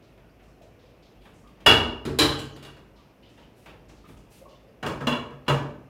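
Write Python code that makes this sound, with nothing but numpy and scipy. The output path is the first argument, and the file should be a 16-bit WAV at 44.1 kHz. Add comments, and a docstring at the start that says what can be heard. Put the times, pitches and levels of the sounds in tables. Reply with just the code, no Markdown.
"""Thick soup simmers in an echoing kitchen: over the burner's steady noise, steam hisses out in puffs,
bursting bubbles ring briefly and small knocks sound around the stove. From 1.7 s a metal spoon is put
down, clanking against the glass lid that lies there and then onto the stove top, where it slides with a
thin squeak. The lid is swung over the steel pot, lands at 4.8 s, rattles and drops into its seat at 5.5 s.
Each blow of spoon or lid is a broadband clack followed by the damped normal modes of the struck bodies."""
import sys
import numpy as np
from scipy import signal
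from scipy.fft import rfft, irfft, next_fast_len
from scipy.io import wavfile

SR = 44100
rng = np.random.default_rng(int(sys.argv[2]) if len(sys.argv) > 2 else 0)


def wrap_up_sound(samples):
    """Save the sound to the file named by the first command line argument, as 16-bit audio."""
    columns = np.atleast_2d(samples).T
    # keep every value between -1 and 1, then stretch to whole-number steps
    tamed = np.clip(columns, -1, 1)
    steps = np.round(tamed * 32767).astype(np.int16)
    wavfile.write(sys.argv[1], SR, steps)


N = 259743
AGE = np.arange(36864) / SR  # time since an event began [s]
BANDS_HZ = 45 * 2 ** (np.arange(18) / 2)  # half-octave band centres

# reverberation time of the kitchen: (frequency [Hz], t60 [s])
ROOM_DECAY = [(100, 0.75), (260, 0.71), (700, 0.63), (1840, 0.45), (4850, 0.46), (12800, 0.32)]
# spectra of the burner and room noise, the sizzle and the fizz: (frequency [Hz], relative density [dB])
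BURNER_SPECTRUM = [(20, -26), (33, -17.5), (42, 0), (52, 10), (70, -4.5), (105, 1), (300, -3), (640, -7.5),
                   (800, -13.5), (1560, -20.5), (2800, -26.5), (4400, -46.5), (5200, -33.5), (7500, -40.5),
                   (14400, -37), (16000, -46.5)]
SIZZLE_SPECTRUM = [(25, -59), (900, -17.5), (2600, 7), (3600, -4), (6000, -10), (8000, -23), (16000, -37)]
FIZZ_SPECTRUM = [(25, -62.5), (4000, 1), (7000, -1), (11000, 0), (16000, -8)]
# steam escaping from the soup: (time [s], length [s], centre frequency [Hz], level [dB])
STEAM_PUFFS = [(0.019, .04, 3530, -68), (0.388, 0.034, 2020, -65), (0.423, .07, 5360, -73.5),
               (.618, .015, 5040, -70.5), (0.789, 0.092, 3320, -67), (1.021, 0.039, 3500, -64),
               (1.212, 0.063, 2620, -65), (1.335, 0.073, 6100, -69.5), (1.55, 0.067, 2800, -73),
               (2.955, .05, 3400, -65), (3.221, 0.08, 2930, -64), (3.284, 0.12, 5770, -73.5),
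               (3.388, 0.043, 3080, -65.5), (3.881, 0.024, 5170, -63), (3.962, .04, 3650, -67.5),
               (4.165, .01, 5770, -67.5), (4.484, 0.036, 3800, -63.5)]
# small knocks and pops around the stove: (time [s], clack gain [dB], extra thud [dB], extra tick [dB])
KNOCK_EVENTS = [(.176, -63.5, 0, -5), (.618, -71.5, -10, 23), (1.253, -56.5, -4, -6), (1.472, -70, 6, 20),
                (1.603, -62, 7, 11), (3.375, -59, -4.5, -1), (3.659, -51, -14, 2.5), (3.690, -58, 4, 4),
                (3.893, -61.5, 2, 4.5), (4.049, -65, -4, 6), (4.086, -61, 10, 1), (4.166, -69.5, -2, 11)]
# the largest bubbles in the soup: (time [s], mid-glide frequency [Hz], gain [dB])
LARGE_BUBBLES = [(.611, 612, -47), (1.252, 690, -73), (1.440, 1115, -52.5), (3.233, 2930, -53),
                 (3.430, 2960, -56.5), (4.042, 1170, -50), (4.415, 551, -42.5), (4.446, 560, -45),
                 (4.456, 1046, -47), (4.518, 2880, -55.5), (4.553, 3450, -60.5), (4.666, 494, -48.5)]
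# soft swishes, the strongest as the lid is swung over the pot: (time [s], length [s], level [dB])
SWISH_EVENTS = [(1.203, 0.1, -73), (3.55, 0.1, -67.5), (4.058, 0.056, -65), (4.295, 0.091, -60)]
# the spoon is put down:
# (time [s], clack gain [dB], extra thud [dB], extra tick [dB], lid gain [dB], spoon gain [dB])
SPOON_IMPACTS = [(1.661, -19, -1.5, -4, -9, -34), (1.692, -26, 5, -13, -29, -33),
                 (1.709, -28, -8, -13, -24.5, -43), (2.051, -44, 21.5, 1.5, -62, -61),
                 (2.078, -47, 19.5, -30, -70, -59), (2.187, -30.5, -0.5, 15, -44, -20.5),
                 (2.214, -30, 6, 1.5, -35, -25.5), (2.389, -48.5, 1, 9, -47, -51),
                 (2.561, -57.5, 14, 3, -57.5, -65), (2.625, -56.5, 7, 7.5, -55, -65.5),
                 (2.648, -53.5, 2, 1.5, -50, -65), (2.766, -59.5, 6.5, -9, -72.5, -84)]
# squeak of the sliding spoon: (time [s], frequency [Hz], level [dB])
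SQUEAK_PATH = [(2.375, 7860, -66), (2.391, 7800, -52), (2.439, 7400, -60), (2.51, 7500, -73),
               (2.535, 6330, -65), (2.559, 5850, -64)]
# the lid meets the pot:
# (time [s], clack gain [dB], extra thud [dB], extra tick [dB], rim gain [dB], pot gain [dB])
LID_IMPACTS = [(4.827, -36, 9.5, 1.5, -39, -43), (4.861, -38, 13, 15.5, -34.5, -37.5),
               (5.006, -44, 12, 6, -52, -29), (5.069, -32, 7, 14, -22, -33),
               (5.123, -37.5, -33, -9, -26, -57), (5.304, -59, 17.5, 3, -64, -43),
               (5.464, -56.5, -1, 2.5, -54.5, -61), (5.480, -29, 7, 9.5, -23.5, -23.5),
               (5.494, -33.5, 10.5, 4, -30.5, -23.5), (5.664, -76, 0.5, 12, -58, -57)]
# colour of each kind of contact: (frequency [Hz], relative band gain [dB])
KNOCK_COLOUR = [(45, -2.5), (150, -2), (600, -3.5), (1500, -6.5), (2200, -6.5), (3100, -4), (4400, -18),
                (6300, -22), (10000, -27.5), (15500, -25)]
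SPOON_COLOUR = [(45, -20), (80, -5.5), (150, -19), (330, -4.5), (520, -7.5), (900, -5.5), (1500, -2),
                (2100, -6), (3000, -6.5), (4600, -5), (6300, -15.5), (10500, -10.5), (15500, -29)]
LID_COLOUR = [(45, -28), (80, -16), (150, -13), (260, -14), (520, -4.5), (800, -5.5), (1300, 0.5),
              (2100, -10.5), (3000, -14), (4400, -21.5), (6300, -23), (10500, -31), (15500, -32)]
# normal modes of the free lid, the spoon on the stove top, the grate, the lid's rim on the pot and the pot:
# (frequency [Hz], relative level [dB], nominal t60 [s])
LID_MODES = [(772, -15, 0.48), (951, -13.5, 0.57), (1126, -14.5, .3), (1240, -20, 0.6), (1490, -12, 0.44),
             (1774, -22.5, .46), (2255, -14, .42), (2716, -8, .45), (2807, -2, 0.39), (2879, 0.5, 0.42),
             (3333, -5.5, 0.31), (3410, -6.5, 0.41), (4700, -22, 0.2), (4915, -23.5, 0.37),
             (5540, -23.5, 0.22), (6444, -33, .29)]
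SPOON_MODES = [(307.6, 2.5, 0.5), (442.5, -0.5, 0.44), (586, -10.5, 0.53), (1037, -5, 0.37),
               (1093, -8, 0.46), (1572, -12, 0.57), (1958, -15, 0.33), (2365, -3.5, 0.25),
               (3020, -5.5, 0.59), (3164, -5.5, 0.26), (3300, -5, 0.42), (3916, 3.5, .35), (4033, 3.5, 0.3),
               (4160, -5.5, 0.47), (5140, -10.5, .25), (5280, -14.5, .28), (5630, -15.5, 0.34),
               (7550, -13.5, 0.18), (8700, -22.5, .2), (10800, -31.5, .35)]
GRATE_MODES = [(138.74, -3, 0.71), (242, -6.5, 1), (307.6, -5.5, 0.43), (375.3, -1.5, 0.31),
               (449, -10.5, 0.53)]
RIM_MODES = [(243.4, 6, 0.15), (591, -4.5, 0.25), (994, -7, 0.36), (1083, -3.5, 0.29), (2282, -15.5, 0.43),
             (2736, -4, 0.27), (2864, -2, 0.29), (3280, -9, 0.2), (3404, -9, 0.19), (3930, -20.5, 0.28),
             (4066, -11.5, 0.23), (4930, -23.5, 0.23), (7144, -46, 0.23)]
POT_MODES = [(138.8, 2.5, 0.29), (256.5, -7, 0.61), (473, -7.5, 0.31), (590, -11.5, 0.87), (855, -10, 0.22),
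             (1012, -11, 0.25), (1080, -25, 0.16), (1280, -5.5, 0.25), (1630, -9.5, 0.23), (1820, -21, .4)]


def amp(db):
    """Amplitude grows tenfold for every 20 dB."""
    return 10 ** (np.asarray(db) / 20)


def unit_rms(x):
    """Normalisation to unit mean power."""
    return x / np.sqrt(np.mean(x ** 2) + 1e-20)


def curve_at(points, hz):
    """Interpolation of a (frequency, value) table on a logarithmic frequency axis."""
    table_hz, value = np.transpose(points)
    return np.interp(np.log(hz + 1), np.log(table_hz + 1), value)


def add(mix, start_s, sound):
    """Superposition: a sound adds to the mix from its starting time."""
    part = mix[max(round(start_s * SR), 0):][:len(sound)]
    part += sound[:len(part)]


def noise(spectrum):
    """Spectral shaping turns white noise into coloured noise of rms 1."""
    size = next_fast_len(N)
    gain = amp(curve_at(spectrum, np.fft.rfftfreq(size, 1 / SR)))
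    return unit_rms(irfft(rfft(rng.standard_normal(size)) * gain, size)[:N])


def kitchen(build_cycles=2.0, build_s=0.0011, early_db=3.5, early_s=0.011, uneven_db=3.0, ripple_hz=45):
    """Diffuse reverberation: returns a maker of reflection clouds that decay band by band."""
    hz = np.fft.rfftfreq(len(AGE), 1 / SR)
    band_filters = np.cos(np.pi * np.clip(np.log2((hz + 1) / BANDS_HZ[:, None]), -.5, .5))
    # the treble arrives at once, the bass builds up; nearby surfaces strengthen the first moments
    rise = 1 - np.exp(-AGE / (build_s + build_cycles / BANDS_HZ[:, None]))
    fall = amp(-60 * AGE / curve_at(ROOM_DECAY, BANDS_HZ)[:, None] + early_db * np.exp(-AGE / early_s))
    shape = rise * fall
    energy = np.sum(shape ** 2, axis=1, keepdims=True)

    def echoes():
        """Many small, overlapping resonances give each spot its own uneven spectrum."""
        ripple = np.interp(hz / ripple_hz, np.arange(len(hz)), rng.standard_normal(len(hz)))
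        spectrum = amp(uneven_db * ripple) * rfft(rng.standard_normal(len(AGE)))
        cloud = irfft(band_filters * spectrum) * shape
        return cloud * np.sqrt(energy / np.sum(cloud ** 2, axis=1, keepdims=True))
    return echoes


def reverberate(sound, cloud, wet_db):
    """Convolution with the room's impulse response adds echoes to the direct sound."""
    response = np.sqrt(BANDS_HZ) @ cloud
    wet = signal.fftconvolve(sound, response / np.linalg.norm(response))[:len(AGE)]
    return (sound + amp(wet_db) * wet) / np.hypot(1, amp(wet_db))


def envelope(length_s, attack_s, release_db_per_s):
    """A linear rise and a hold, then exponential decay as the sound dies away in the room."""
    return np.minimum(AGE / attack_s, 1) * amp(-release_db_per_s * np.maximum(AGE - length_s, 0))


def simmer(sizzle_db=-71, burner_db=-54):
    """Stationary noise: the even sound of the burner under a faint sizzle."""
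    return amp(sizzle_db) * noise(SIZZLE_SPECTRUM) + amp(burner_db) * noise(BURNER_SPECTRUM)


def small_bubbles(echoes, per_pitch_per_s=1.4, gain_db=-61, spread_db=3, rise_cycles=3, low_hz=500):
    """Damped resonators burst as a Poisson process; the small, high bubbles are quieter."""
    out, cloud = np.zeros(N), echoes()
    for hz in np.geomspace(low_hz, 5500, num=30):
        age = AGE * hz / rise_cycles  # 1 at the peak
        tone = age * np.exp(1 - age) * np.sin(2 * np.pi * hz * AGE)
        pop = reverberate(tone, cloud, wet_db=4) * (low_hz / hz) ** 0.31
        gaps, strengths = rng.exponential(size=(2, 16))
        for start_s, strength in zip(np.cumsum(gaps) / per_pitch_per_s, np.minimum(strengths, 3)):
            add(out, start_s, amp(gain_db + spread_db * strength) * pop)
    return out


def steam_puffs(width_octaves=.55, skirt_db=-32):
    """Jet noise: escaping steam is a broad band of hiss; the smaller the opening, the higher it sits."""
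    out, hz = np.zeros(N), np.fft.rfftfreq(len(AGE), 1 / SR)
    for start_s, length_s, centre_hz, db in STEAM_PUFFS:
        band = np.exp(-.5 * (np.log2((hz + 1) / centre_hz) / width_octaves) ** 2) + amp(skirt_db)
        hiss = unit_rms(irfft(band * rfft(rng.standard_normal(len(AGE)))))
        add(out, start_s, amp(db) * envelope(length_s, attack_s=.008, release_db_per_s=110) * hiss)
    return out


def clack(cloud, colour, thud_db, tick_db):
    """An impulse excites the room: weight behind the contact adds bass, a hard edge adds treble."""
    weight = curve_at([(300, 0.78), (750, 0.039)], BANDS_HZ)  # share of thud_db in each band
    hardness = curve_at([(1500, 0.017), (7000, 0.71)], BANDS_HZ)  # share of tick_db
    return amp(curve_at(colour, BANDS_HZ) + thud_db * weight + tick_db * hardness) @ cloud


def knocks(echoes, snap_db=6, snap_s=0.0022):
    """Non-resonant impacts: light contacts give only a brief snap and its echoes."""
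    out, snap = np.zeros(N), amp(snap_db * np.exp(-AGE / snap_s))
    for start_s, db, thud_db, tick_db in KNOCK_EVENTS:
        add(out, start_s, amp(db) * snap * clack(echoes(), KNOCK_COLOUR, thud_db, tick_db))
    return out


def large_bubbles(echoes, rise_s=0.0017, glide=.06):
    """Cavity resonance: a bursting bubble rings briefly, rising in pitch as it opens."""
    out, age = np.zeros(N), AGE / rise_s
    pulse = 2 * age * np.exp(1 - age)
    for start_s, hz, db in LARGE_BUBBLES:
        cycles = np.cumsum(hz * (1 + glide * np.tanh(age - 1))) / SR
        plop = pulse * np.sin(2 * np.pi * cycles)
        add(out, start_s, amp(db) * reverberate(plop, echoes(), wet_db=6))
    return out


def swishes(sizzle_db=-5):
    """Amplitude-modulated noise: a high fizz swells gently, with a little lower hiss in it."""
    level = np.zeros(N)
    for start_s, length_s, db in SWISH_EVENTS:
        add(level, start_s, amp(db) * envelope(length_s, attack_s=0.031, release_db_per_s=150))
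    return level * (noise(FIZZ_SPECTRUM) + amp(sizzle_db) * noise(SIZZLE_SPECTRUM))


def ringing(modes, damping, swell_s, split_hz, split_share, side_db):
    """Mode splitting: slight asymmetry gives each damped mode close neighbours that beat with it."""
    ring, swell = 0, 1 - np.exp(-AGE / swell_s)  # the blow takes a moment to spread through the object
    for hz, db, t60 in modes:
        offsets = np.linspace(-1, 1, num=5) * rng.uniform(.7, 1.3, size=5)
        partials_hz = hz + (split_hz + split_share * hz) * offsets
        partials = np.sin(2 * np.pi * (partials_hz[:, None] * AGE + rng.random(size=5)[:, None]))
        level = swell * amp(db - 60 * damping * AGE / t60)
        beating = level * (amp(side_db * (offsets != 0)) @ partials)
        ring += unit_rms(beating) * np.sqrt(np.mean(level ** 2) / 2)  # the group shares the mode's energy
    return ring


def spoon_put_down(echoes, grate_db=-4):
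    """Impact excitation: each blow clacks and sets lid, spoon and grate into free vibration."""
    out = np.zeros(N)
    lid = ringing(LID_MODES, damping=0.93, swell_s=0.0031, split_hz=8.8, split_share=.008, side_db=1)
    spoon = ringing(SPOON_MODES, damping=0.98, swell_s=0.003, split_hz=9, split_share=.011, side_db=3)
    grate = ringing(GRATE_MODES, damping=0.82, swell_s=0.01, split_hz=3.3, split_share=.023, side_db=-12)
    for start_s, db, thud_db, tick_db, lid_db, spoon_db in SPOON_IMPACTS:
        cloud = echoes()
        contact = amp(db) * clack(cloud, SPOON_COLOUR, thud_db, tick_db)
        ring = amp(lid_db) * lid + amp(spoon_db) * spoon + amp(db + thud_db + grate_db) * grate
        add(out, start_s, contact + reverberate(ring, cloud, wet_db=-9))
    return out


def spoon_slide(half_width_hz=450):
    """Friction excites a narrow resonance that sinks as the spoon slows."""
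    times, hz, db = np.transpose(SQUEAK_PATH)
    t = np.arange(N) / SR
    grain = signal.sosfilt(signal.butter(2, half_width_hz, fs=SR, output="sos"), rng.standard_normal(N))
    carrier = np.cos(2 * np.pi * np.cumsum(np.interp(t, times, hz)) / SR)
    return unit_rms(grain * carrier) * np.interp(t, times, amp(db), left=0, right=0)


def lid_on_pot(echoes, grate_db=-9):
    """Damped vibration: the hand damps the lid as its rim strikes the pot, which rings on its grate."""
    out = np.zeros(N)
    rim = ringing(RIM_MODES, damping=0.99, swell_s=0.0015, split_hz=13, split_share=.00864, side_db=-6)
    pot = ringing(POT_MODES, damping=1, swell_s=0.005, split_hz=6.5, split_share=.0097, side_db=-11.5)
    grate = ringing(GRATE_MODES, damping=0.97, swell_s=0.021, split_hz=6.3, split_share=.023, side_db=-5)
    for start_s, db, thud_db, tick_db, rim_db, pot_db in LID_IMPACTS:
        cloud = echoes()
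        contact = amp(db) * clack(cloud, LID_COLOUR, thud_db, tick_db)
        ring = amp(rim_db) * rim + amp(pot_db) * pot + amp(db + thud_db + grate_db) * grate
        add(out, start_s, contact + reverberate(ring, cloud, wet_db=-9))
    return out


def scene():
    """Superposition of all the sources at the stove, heard from just above the pot."""
    echoes = kitchen()
    handling = spoon_put_down(echoes) + spoon_slide() + lid_on_pot(echoes) + knocks(echoes)
    soup = large_bubbles(echoes) + small_bubbles(echoes) + simmer() + steam_puffs()
    return (handling + soup + swishes())[None]


def record(dry, cutoff_hz=16150):
    """Soft saturation rounds off the highest peaks; a low-pass filter then limits the bandwidth."""
    rounded = .95 * dry / (1 + dry ** 6) ** (1 / 6)
    lowpass = signal.firwin(1023, cutoff_hz, window=("kaiser", 9), fs=SR)
    return signal.oaconvolve(rounded, lowpass[None], "same")


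dry = scene()
out = record(dry)
wrap_up_sound(out)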